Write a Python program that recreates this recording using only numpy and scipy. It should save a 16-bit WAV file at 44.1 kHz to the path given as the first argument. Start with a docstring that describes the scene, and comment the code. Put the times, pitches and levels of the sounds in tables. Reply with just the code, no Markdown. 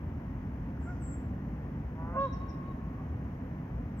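"""A goose calls far off over a steady rumble like distant traffic. Then the main event, one honk from the
pond bank: a low rising grunt breaks into a clear arched note that echoes across the water, and a faint
reply follows. Each goose voice is a stack of harmonics on a slightly unsteady pitch, thrown back by the
banks and washed out by the woods. Small birds in the trees add thin whistles and two chips, all swept
sine tones. The bed underneath is shaped noise."""
import sys
import numpy as np
from scipy import signal
from scipy.fft import rfft, irfft, next_fast_len
from scipy.io import wavfile
from scipy.ndimage import uniform_filter1d, map_coordinates

SR = 44100
rng = np.random.default_rng(int(sys.argv[2]) if len(sys.argv) > 2 else 0)


def log_audio(samples):
    """Write samples as a 16-bit WAV file to the path given in sys.argv[1]."""
    # one column per channel
    frames = np.atleast_2d(samples).T
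    # limit to full scale, then quantise
    limited = np.clip(frames, -1, 1)
    pcm = np.round(limited * 32767).astype(np.int16)
    wavfile.write(sys.argv[1], SR, pcm)


N = 176400
T = np.arange(N) / SR

# the near goose's clear, arched note: time_s, pitch_hz, level_db
HONK_CONTOUR = [(2.135, 521.4, -65.5), (2.155, 518, -40.5), (2.172, 540.2, -31.5), (2.195, 543.8, -31),
                (2.235, 553.4, -31.5), (2.258, 537, -34), (2.276, 504.8, -41.5), (2.29, 473, -65)]
# its timbre: harmonic, gain_db
HONK_HARMONICS = [(1, -5), (2, 0.5), (3, -22.5), (4, -37), (5, -32.5), (6, -37.5), (7, -35), (8, -48),
                  (9, -63), (10, -47.5), (11, -55.5)]
# the lead-in grunt, at about a third of the pitch: time_s, pitch_hz, level_db
GRUNT_CONTOUR = [(1.955, 158, -69), (1.99, 160.9, -54), (2.06, 165.6, -52.5), (2.1, 169.1, -48),
                 (2.13, 176.3, -49), (2.165, 180, -50), (2.18, 175, -79.5)]
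# its timbre: harmonic, gain_db
GRUNT_HARMONICS = [(3, -5), (4, -4.5), (5, -5.5), (6, -0.5), (7, -6.5), (8, -11), (9, -12.5), (10, -23),
                   (11, -19.5), (12, -19.5)]
# side tones while the voice breaks: pitch_hz, level_db
BREAK_SIDE_TONES = [(664, -42), (1200, -51.5), (1475, -48.5), (1530, -56), (1995, -59.5)]
# the near goose's stereo balance: frequency_hz, left_over_right_db
NEAR_PAN = [(550, -1.6), (1100, -1.5), (4000, 5)]
# its phase between the sides: frequency_hz, left_lead_rad
NEAR_LEAD = [(550, 0.14), (1100, 0.99), (2500, 1.76)]

# the far goose's note: time_s, pitch_hz, level_db
FAR_HONK_CONTOUR = [(.852, 690, -75), (.875, 693, -48), (.9, 725, -47.5), (.915, 722, -51.5),
                    (.935, 697, -57), (.95, 696, -65.5)]
# its timbre: harmonic, gain_db
FAR_HONK_HARMONICS = [(1, -5), (2, -1.5), (3, -21.5), (4, -33.5)]
# the far goose's grunt: time_s, pitch_hz, level_db
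FAR_GRUNT_CONTOUR = [(.75, 206.6, -80), (.81, 217, -71.5), (.848, 226, -69.5), (.87, 222, -63),
                     (.895, 217, -64.5), (.91, 221, -81.5)]
# its timbre: harmonic, gain_db
FAR_GRUNT_HARMONICS = [(4, -5), (5, -19.5), (6, -10), (7, 2), (8, -10.5)]
# the faint reply: time_s, pitch_hz, level_db
REPLY_CONTOUR = [(2.96, 378, -69), (2.985, 384.4, -54.5), (3.012, 384, -55), (3.04, 374, -69.5)]
# its timbre: harmonic, gain_db
REPLY_HARMONICS = [(2, -1.5), (3, -2)]

# slaps off the banks: delay_s, gain_db, left_over_right_db
BANK_ECHOES = [(.075, -27.5, -2.5), (.15, -20.5, -5), (.235, -23, -1), (.465, -23, 8)]
# tone of those slaps: frequency_hz, gain_db
BANK_EQ = [(500, -9.5), (1100, -2), (2700, -14), (3900, 6), (4400, 12.5), (6000, -1.5)]
# ring-out of the woods: frequency_hz, t60_s
WOODS_DECAY = [(500, 1.8), (1100, 3.1), (1500, 1.7), (3900, 1), (8000, .6)]
# tone of the woods: frequency_hz, gain_db
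WOODS_EQ = [(500, -16), (1100, -12.5), (1500, -9), (2700, -8), (3850, 3), (4400, 4), (6000, 2.5)]

# thin whistles: start_s, length_s, pitch_hz, swoop_hz, rasp_hz, level_db, left_over_right_db, send_db
BIRD_WHISTLES = [(0.782, .085, 7480, 500, 190, -77.5, 3, 7.5), (0.986, .18, 7600, 1400, 55, -61, 1, -1.5),
                 (3.957, .12, 7460, 1614, 101, -63.5, 3, -6)]
# chips: start_s, top_pitch_hz, level_db, left_over_right_db
BIRD_CHIPS = [(2.319, 5810, -62.5, 8), (2.481, 5690, -63, 9)]
# short tail of the twigs around the birds: frequency_hz, t60_s
TWIGS_DECAY = [(5000, 0.29), (8000, .33)]

# tone of the rumble: frequency_hz, relative_db
RUMBLE_EQ = [(20, -38.5), (30, -20), (40, -13.5), (55, -0.5), (78, -0.5), (100, -5), (130, -3), (190, -7),
             (225, -8), (270, -7.5), (300, -15), (350, -18.5), (430, -26), (550, -28.5), (900, -60),
             (2000, -91)]
# tone of the airy wash: frequency_hz, relative_db
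AIR_EQ = [(60, -38), (200, -9.5), (450, 0.5), (700, 1), (1000, -2.5), (1300, -8.5), (1900, -8.5),
          (2400, -16.5), (3000, -26.5), (3600, -33), (4500, -35.5), (6300, -36.5), (7800, -46),
          (9300, -46.5), (12000, -37.5), (15500, -38)]
# its width, lower is wider: frequency_hz, left_right_coherence
AIR_COHERENCE = [(400, .85), (900, .7), (1700, .5), (3000, 0.21), (6000, 0.43), (12000, .15)]
# its stereo balance: frequency_hz, left_over_right_db
AIR_BALANCE = [(400, -2), (700, 0), (1100, 6.5), (1800, -2), (2300, 0.5), (3000, 14), (4000, -1.5),
               (6000, 15), (8000, 4), (14000, 2)]
# its phase between the sides: frequency_hz, left_lead_rad
AIR_LEAD = [(200, 0.33), (500, 1.03), (800, 1.42), (1300, 1.2), (2200, 1.94), (3400, 1.05)]


def near_goose():
    """A grunt, a rough break, then the clear note whose treble opens late and closes early."""
    break_s, break_width_s = 2.165, .018
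    bright_s, bright_rise_s = 2.198, .02
    opening = .5 + .5 * np.tanh(2 * (T - bright_s) / bright_rise_s)

    def honk_shape(harmonic, fall_db):
        """As the note fades, the fundamental lingers and the fluttering treble dies first."""
        if harmonic == 1:
            return amp(.2 * fall_db)
        if harmonic < 5:
            return 1
        treble = amp(2.8 * wobble(70) - .5 * fall_db)
        return treble * opening if harmonic > 5 else treble

    crack = bell(break_s, break_width_s, T) * sum(
        amp(db) * np.sin(2 * np.pi * hz * T + .6 * wobble(90)) for hz, db in BREAK_SIDE_TONES)
    grunt = voice(GRUNT_CONTOUR, GRUNT_HARMONICS, rough=1.5, shape=lambda *_: amp(2.3 * wobble(25)))
    honk = voice(HONK_CONTOUR, HONK_HARMONICS, rough=.7, shape=honk_shape)
    return grunt + crack + honk


def voice(contour, harmonics, rough, shape=lambda harmonic, fall_db: 1):
    """A goose's voice: harmonics on one pitch; rough scales the pitch jitter and level shimmer."""
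    time_s, hz, db = np.transpose(contour)
    pitch = np.interp(T, time_s, hz) * (1 + rough * .0039 * wobble(250))
    phase = 2 * np.pi * np.cumsum(pitch) / SR
    level_db = np.interp(T, time_s, db) + rough * wobble(130)
    fall_db = db.max() - level_db
    gate = uniform_filter1d(1. * ((T > time_s[0]) & (T < time_s[-1])), size=200)
    stack = sum(amp(gain_db) * shape(k, fall_db) * np.sin(k * phase + rng.uniform(0, 2 * np.pi))
                for k, gain_db in harmonics)
    return np.sqrt(2) * gate * amp(level_db) * stack


def far_goose():
    """The same two-part call, higher and shorter, with the faint buzz of another distant bird alongside."""
    hiss_hz, band_hz, hiss_s, width_s = 6000, 980, .92, .05
    band = unit(filtered(rng.standard_normal(N), lambda hz: bell(hiss_hz, band_hz, hz)))
    hiss = amp(-81.5) * bell(hiss_s, width_s, T) * band
    grunt = voice(FAR_GRUNT_CONTOUR, FAR_GRUNT_HARMONICS, rough=7)
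    honk = voice(FAR_HONK_CONTOUR, FAR_HONK_HARMONICS, rough=1.4)
    return grunt + honk + hiss


def faint_reply():
    """A short answer from across the pond, just two harmonics."""
    return voice(REPLY_CONTOUR, REPLY_HARMONICS, rough=1.8)


def pond(calls):
    """Separate slaps off the banks, each with a short smear, and a long wash from the woods."""
    def bank_response(hz):
        taps = sum(amp(db) * stereo(pan_db, 0) * delay(hz, s) for s, db, pan_db in BANK_ECHOES)
        return amp(along(BANK_EQ, hz)) * taps

    banks = filtered(calls, bank_response)
    woods = scatter(filtered(calls, lambda hz: amp(along(WOODS_EQ, hz))), WOODS_DECAY)
    smear = scatter(banks, [(1000, .085)])
    return 1.03 * banks + .55 * smear + woods


def far_echo(call, delay_s=.2, gain_db=-9):
    """One extra, blurred repeat of the far goose."""
    repeat = filtered(call, lambda hz: amp(gain_db) * delay(hz, delay_s))
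    return scatter(repeat, [(1000, .16)])


def whistles():
    """Each whistle swoops down onto a warbling, rasping pitch, with a weaker tone just above."""
    swoop_s, attack_s, release_s = .017, .049, .0071
    sag_hz_per_s, warble_hz, warble_depth_hz = 600, 52.1, 75
    upper_ratio, upper_db = 1.095, -15
    direct, send = np.zeros((2, N)), np.zeros((2, N))
    for start_s, length_s, hz, swoop_hz, rasp_hz, db, pan_db, send_db in BIRD_WHISTLES:
        t = np.clip(T - start_s, 0, length_s)
        glide = hz + swoop_hz * np.exp(-t / swoop_s) - sag_hz_per_s * (t - length_s / 2)
        warble = warble_depth_hz * np.sin(2 * np.pi * warble_hz * t)
        phase = 2 * np.pi * np.cumsum(glide + warble + rasp_hz * wobble(700)) / SR
        upper = amp(upper_db) * np.sin(upper_ratio * phase + wobble(600))
        envelope = np.clip(t / attack_s, 0, 1) ** 2 * np.clip((length_s - t) / release_s, 0, 1)
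        tone = np.sqrt(2) * amp(db + 2 * wobble(120)) * envelope * (np.sin(phase) + upper)
        note = place(tone, pan_db, lead_ms=-.022)
        direct += note
        send += amp(send_db) * note
    return direct + scatter(send, TWIGS_DECAY)


def chips():
    """Short raspy chirps that flick up, then drop to a lower note."""
    length_s, rise_hz, fall_hz, rasp_hz = .036, 450, 550, 110
    direct = np.zeros((2, N))
    for start_s, top_hz, db, pan_db in BIRD_CHIPS:
        progress = np.clip((T - start_s) / length_s, 0, 1)
        glide = top_hz - np.interp(progress, [0, .47, .66], [rise_hz, 0, fall_hz])
        phase = 2 * np.pi * np.cumsum(glide + rasp_hz * wobble(900)) / SR
        direct += amp(db) * stereo(pan_db, 0).real * np.sin(np.pi * progress) * np.sin(phase)
    return direct + scatter(direct, TWIGS_DECAY)


def background(rumble_db=-37.5, air_db=-52.5):
    """The bed: low rumble common to both sides and a wider, softer wash of far traffic and air."""
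    def rumble_response(hz):
        pan_db = along([(60, 1.2), (140, 0), (350, -2.5)], hz)
        lead_rad = along([(120, 0), (350, .25)], hz)
        return amp(along(RUMBLE_EQ, hz)) * stereo(pan_db, lead_rad)

    def air_mid_side(hz):
        width_rad = np.arccos(along(AIR_COHERENCE, hz)) / 2
        return amp(along(AIR_EQ, hz)) * [np.cos(width_rad), np.sin(width_rad)]

    rumble = unit(filtered(rng.standard_normal(N), rumble_response))
    mid, side = filtered(rng.standard_normal((2, N)), air_mid_side)
    wide = np.array([mid + side, mid - side])
    air = unit(filtered(wide, lambda hz: stereo(along(AIR_BALANCE, hz), along(AIR_LEAD, hz))))
    return amp(rumble_db + .4 * wobble(4)) * rumble + amp(air_db + .14 * wobble(3)) * air


def amp(db):
    """Decibels to gain."""
    return 10 ** (np.asarray(db) / 20)


def unit(x):
    """Scale to rms 1."""
    return x / np.sqrt(np.mean(x ** 2) + 1e-20)


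def bell(centre, width, axis):
    """A Gaussian bump of height 1."""
    return np.exp(-.5 * ((axis - centre) / width) ** 2)


def along(points, hz):
    """Read a curve of (frequency_hz, value) points on a log axis."""
    knots_hz, values = np.transpose(points)
    return np.interp(np.log(hz + 1), np.log(knots_hz + 1), values)


def wobble(rate):
    """A smooth random modulator, rate knots a second."""
    return map_coordinates(rng.standard_normal(int(2 * rate * N / SR) + 10), [T * rate])


def filtered(x, response):
    """Run x through a complex frequency response."""
    size = next_fast_len(N + SR)
    return irfft(rfft(x, size) * response(np.fft.rfftfreq(size, 1 / SR)), size)[..., :N]


def delay(hz, seconds):
    """Frequency response of a pure delay."""
    return np.exp(-2j * np.pi * hz * seconds)


def stereo(pan_db, lead_rad):
    """Left and right gains; positive values make the left louder and earlier."""
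    return np.array([amp(s * pan_db) * np.exp(1j * s * lead_rad) for s in (.5, -.5)]).reshape(2, -1)


def place(x, pan_db, lead_ms):
    """Position a mono sound by level and arrival time."""
    return filtered(x, lambda hz: stereo(pan_db, 2 * np.pi * hz * lead_ms / 1000))


def scatter(x, t60):
    """Diffuse stereo reverb from a noise tail of energy 1; t60 lists (frequency_hz, t60_s)."""
    hz, t, noise = signal.stft(rng.standard_normal((2, 2 * SR)), SR, nperseg=256)
    decay = amp(-60 * t / along(t60, hz)[:, None])
    decay /= np.linalg.norm(decay, axis=1, keepdims=True)  # equal energy in every band
    tail = signal.istft(noise * decay, SR, nperseg=256)[1]
    return signal.fftconvolve(np.atleast_2d(x), unit(tail) / np.sqrt(tail.shape[1]), axes=1)[:, :N]


def scene():
    """The mix: geese and their pond echoes in front, small birds and the bed behind."""
    near, far, reply = near_goose(), far_goose(), faint_reply()
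    near_direct = filtered(near, lambda hz: stereo(along(NEAR_PAN, hz), along(NEAR_LEAD, hz)))
    far_direct = place(far + reply, pan_db=-1.5, lead_ms=.05)
    echoes = pond(near + amp(.5) * (far + reply)) + far_echo(far)
    return near_direct + far_direct + echoes + whistles() + chips() + background()


def record(dry):
    """A brick-wall high cut on the whole mix."""
    return filtered(dry, lambda hz: hz < 15750)


dry = scene()
out = record(dry)
log_audio(out)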